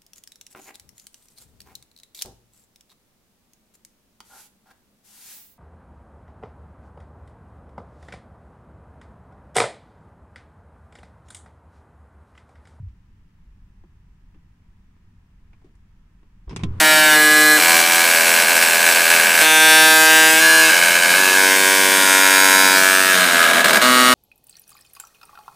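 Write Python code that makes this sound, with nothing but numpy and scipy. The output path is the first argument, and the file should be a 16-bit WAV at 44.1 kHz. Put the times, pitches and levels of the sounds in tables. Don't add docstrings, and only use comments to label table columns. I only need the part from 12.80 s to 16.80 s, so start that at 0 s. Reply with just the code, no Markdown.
import sys
import numpy as np
from scipy import signal
from scipy.fft import rfft, irfft
from scipy.io import wavfile
from scipy.ndimage import uniform_filter1d

SR = 44100
rng = np.random.default_rng(int(sys.argv[2]) if len(sys.argv) > 2 else 0)


def wav_record(signal):
    frames = np.transpose(np.atleast_2d(signal))
    bounded = np.clip(frames, -1, 1)
    quanta = np.round(bounded * 32767).astype(np.int16)
    wavfile.write(sys.argv[1], SR, quanta)


N = 176400

# pitch in Hz, likeness from 0 to 1.
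AIR_LIKENESS = [(60, 1), (130, 0.99), (260, 0.97), (550, 0.22), (1150, 0.46), (2400, 0), (12000, 0)]


def undb(db):
    return 10 ** (np.asarray(db) / 20)


def unit(x):
    return x / np.sqrt(np.mean(x ** 2))


def on_log(points, size):
    hz, value = np.array(points, float).T
    return np.interp(np.log(np.fft.rfftfreq(size, 1 / SR) + 1), np.log(hz), value)


def colour(x, points):
    n = x.shape[-1]
    cepstrum = irfft(np.log(undb(on_log(points, n))), n)
    cepstrum[1:n // 2] *= 2
    cepstrum[n // 2 + 1:] = 0
    return irfft(rfft(x) * np.exp(rfft(cepstrum)), n)


def stereo_noise(size, likeness):
    alike = np.clip(on_log(likeness, size), 0, .9995)
    mid, side = rfft(rng.standard_normal((2, size)))
    side = np.array([side, -side]) * np.sqrt((1 - alike) / 2)
    return irfft(mid * np.sqrt((1 + alike) / 2) + side, size)


def fade(t, ring_s):
    return np.exp(-np.log(1000) * t / ring_s)


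def drift(rate_hz):
    hold = int(SR / rate_hz)
    steps = np.repeat(rng.standard_normal(N // hold + 1), hold)
    return unit(uniform_filter1d(uniform_filter1d(steps, hold), hold)[:N])


def add(out, start, sound):
    i = max(int(start * SR), 0)
    out[:, i:i + sound.shape[-1]] += sound[..., :max(N - i, 0)]


def two_ears(x, lag_s=.0001):
    t = np.arange(len(x)) / SR
    return np.array([x, np.interp(t - lag_s, t, x, left=0)])


def ringing_tone(hz, db, ring_s, build_s):
    t = np.arange(SR) / SR
    return undb(db) * (1 - np.exp(-t / build_s)) * fade(t, ring_s) * np.sin(2 * np.pi * hz * t)


def cabin_rumble(level_db=-51, waver_db=0.57):
    # pitch in Hz, relative level in dB.
    cabin_tone = [(12, -0.5), (20, -5.5), (38, 2), (52, -3.5), (72, -8), (95, -6.5), (130, -15),
                  (184, -11.5), (240, -21), (356, -29.5), (540, -40), (700, -39), (970, -32), (1150, -37.5),
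                  (1280, -34), (1450, -39), (1720, -34.5), (2100, -38.5), (2600, -40), (4150, -48.5),
                  (5500, -48.5), (8000, -53), (11500, -57), (15500, -58)]
    air = undb(level_db) * unit(colour(stereo_noise(N, AIR_LIKENESS), cabin_tone))
    rumble = signal.sosfiltfilt(signal.butter(2, 350, fs=SR, output="sos"), air)
    return air + rumble * (undb(waver_db * drift(rate_hz=7.29)) - 1)


def body_booms():
    # start in seconds, level in dB, pitch in Hz, ring time in seconds.
    bumps = [(0., -23, 112, 0.08), (0.029, -24.5, 95, 0.2), (0.068, -27, 60.5, 0.17),
             (0.666, -36.5, 52, 0.17), (1.038, -47.5, 355, 0.084), (1.167, -29, 45, 0.049),
             (1.55, -52.5, 310, 0.11), (3.673, -23, 50, 0.21), (3.837, -23, 4.23, 1),
             (3.854, -12, 120, .06), (3.908, -15.5, 89, 0.14)]
    out = np.zeros((2, N))
    for start, db, hz, ring_s in bumps:
        add(out, start, two_ears(ringing_tone(hz, db, ring_s, build_s=.005)))
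    return out


def contacts(rows, steel_gain):
    # centre in Hz, width in Hz.
    hit_bands = [(350, 350), (1000, 1050), (2800, 2600), (7000, 5500)]
    # pitch in Hz, boost in dB.
    trim_tone = [(60, -18.5), (200, 1), (380, 4.5), (570, -5.5), (800, 0), (1050, 4), (1600, -3),
                 (2300, 0.5), (3400, -1.5), (4300, -1), (6200, 0), (7200, -2), (8700, -2), (10300, -9.5),
                 (11200, -20), (12000, -30), (16000, -33)]
    # pitch in Hz, relative level in dB, ring time in seconds.
    steel_notes = [(1087, 2, 0.044), (1215, 1, 0.048), (2170, -9, 0.16), (2312, -16, 0.21),
                   (2670, 0, 0.062), (3200, 4, 0.027), (3430, 2, 0.05), (5500, -14, 0.12), (6200, -7, .04)]
    rise_s, right_lag_s, peak_width = 0.00044, .00012, 0.092
    likeness = [(400, 1.0), (1100, 0.24), (8000, 0.24)]
    out, t = np.zeros((2, N)), np.arange(2 ** 14) / SR
    centres, widths = np.array(hit_bands).T
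    for start, low, mid, high, top, ring_s, crack, pan_db, peak_hz, peak_db in rows:
        hit = stereo_noise(len(t), likeness) * (1 - np.exp(-t / rise_s))
        chatter = 1.05 * fade(t, ring_s=0.011)
        hit *= fade(t, ring_s) + chatter
        hit[[0, 1], [0, int(right_lag_s * SR)]] -= crack * np.sqrt(np.sum(hit ** 2) / 2)
        band_db = np.array([low, mid, high, top]) + 10 * np.log10(SR / 2 / widths)
        peak = zip(peak_hz * np.exp(peak_width * np.array([-2, 0, 2])), [0, peak_db, 0])
        for curve in (zip(centres, band_db), trim_tone, peak):
            hit = colour(hit, list(curve))
        for hz, db, steel_ring_s in steel_notes:
            note = np.sin(2 * np.pi * hz * t + rng.normal(0, .8, (2, 1)))
            hit += steel_gain * undb(high + db) * fade(t, steel_ring_s) * note
        add(out, start, hit * undb(np.array([[pan_db], [-pan_db]]) / 2))
    return out


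def handling_knocks():
    # start in seconds, four band levels in dB (350, 1000, 2800 and 7000 Hz), ring time in
    # seconds, crack from 0 to 1, left minus right in dB, a tone peak in Hz, its boost in dB.
    knock_hits = [(0.085, -87, -71, -71.5, -79, 0.14, .1, 0, 5500, 2),
                  (1.038, -59.5, -67, -73, -87, 0.07, 0.4, 1, 940, 9.9),
                  (1.545, -64.5, -65.5, -72.5, -87, 0.12, 0.43, 0, 2700, 2.1),
                  (2.164, -60, -75, -72, -94, 0.046, 0.22, 0, 664, 6.3),
                  (2.732, -69, -62, -64.5, -79, 0.084, 0.31, 0, 2430, 12),
                  (2.815, -67, -69.5, -78, -83, 0.14, 0.089, 0, 755, 8.7),
                  (2.844, -52, -72.5, -70.5, -78, 0.22, 0.051, 0, 710, 7.8),
                  (2.9535, -89, -73, -84, -71, 0.05, .5, 1, 10500, 11),
                  (3.430, -61.5, -68, -74, -87, .12, 0.082, 0.091, 500, 8.6)]
    return contacts(knock_hits, steel_gain=0)


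def door_latch():
    latch_hits = [(3.678, -52.5, -55.5, -68, -87, .15, 0.06, -1, 1170, 3),
                  (3.694, -46.5, -54, -47, -60.5, 0.19, 0.2, 0.5, 5400, 11),
                  (3.709, -43.5, -48.5, -51, -70, 0.16, 0.13, -1, 920, 4),
                  (3.729, -39, -50, -55, -73, 0.094, 0.3, -0.5, 393, 0),
                  (3.7627, -38, -39, -37.5, -36.5, 0.061, 0.63, 2.5, 2240, 5.5),
                  (3.7662, -51, -50, -38, -70, 0.078, 0.36, -5, 1280, 10),
                  (3.793, -46.5, -46.5, -50, -60, 0.24, 0.3, 1, 2260, 5),
                  (3.811, -48.5, -53, -54, -67, 0.12, 0.15, 2, 690, 3),
                  (3.8353, -34, -37.5, -32, -41.5, 0.056, 0.32, -1, 3420, 9)]
    return contacts(latch_hits, steel_gain=undb(-12))


def door_thump():
    # pitch in Hz, level in dB, ring time in seconds.
    door_notes = [(86, -29.5, 0.8), (121.4, -24, 0.48), (166, -17, 0.13), (200.3, -35, 0.16),
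                  (254, -43, .25), (309.3, -27.5, 0.14), (382.8, -39, 0.22), (417, -45.5, 0.18),
                  (508, -51, 0.32), (698, -51.5, 0.24), (830, -59, 0.16), (1032, -37.5, 0.15),
                  (1260, -54, 0.19), (1370, -64, 0.39)]
    # start in seconds, strength in dB, contact time in seconds.
    pushes = [(3.7092, -10.5, 0.0026), (3.729, -9.5, 0.0029), (3.7622, -10.5, 0.0041),
              (3.787, -11.5, 0.0067), (3.8245, -4, 0.0067), (3.8333, 5.5, .002), (3.854, -1.5, 0.0016)]
    out, t = np.zeros((2, N)), np.arange(SR // 10) / SR
    ring = sum(ringing_tone(hz, db, ring_s, build_s=0.0025) for hz, db, ring_s in door_notes)
    for start, db, contact_s in pushes:
        push = t * np.exp(-10 * t / contact_s)
        thump = undb(db) * signal.fftconvolve(ring, push / push.sum())
        add(out, start, two_ears(thump))
    return out


def car_park_air(open_s=3.84, rise_s=.015, start_db=-46, growth_db_per_s=46):
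    # pitch in Hz, relative level in dB.
    outside_tone = [(25, 21), (60, 17.5), (100, 22.5), (200, 17.5), (330, 7), (470, 6.5), (650, -5),
                    (850, -1), (1050, 1.5), (1300, 0), (1800, -7.5), (3000, -13.5), (5000, -23),
                    (10000, -30), (15000, -40)]
    since_open = np.maximum(np.arange(N) / SR - open_s, 0)
    gap = np.minimum(since_open / rise_s, 1) * undb(growth_db_per_s * since_open)
    return undb(start_db) * gap * unit(colour(stereo_noise(N, AIR_LIKENESS), outside_tone))


def scene():
    return cabin_rumble() + body_booms() + handling_knocks() + door_latch() + door_thump() + car_park_air()


def record(dry):
    return signal.sosfilt(signal.ellip(8, .2, 70, 15700, fs=SR, output="sos"), dry)


dry = scene()
out = record(dry)
wav_record(out)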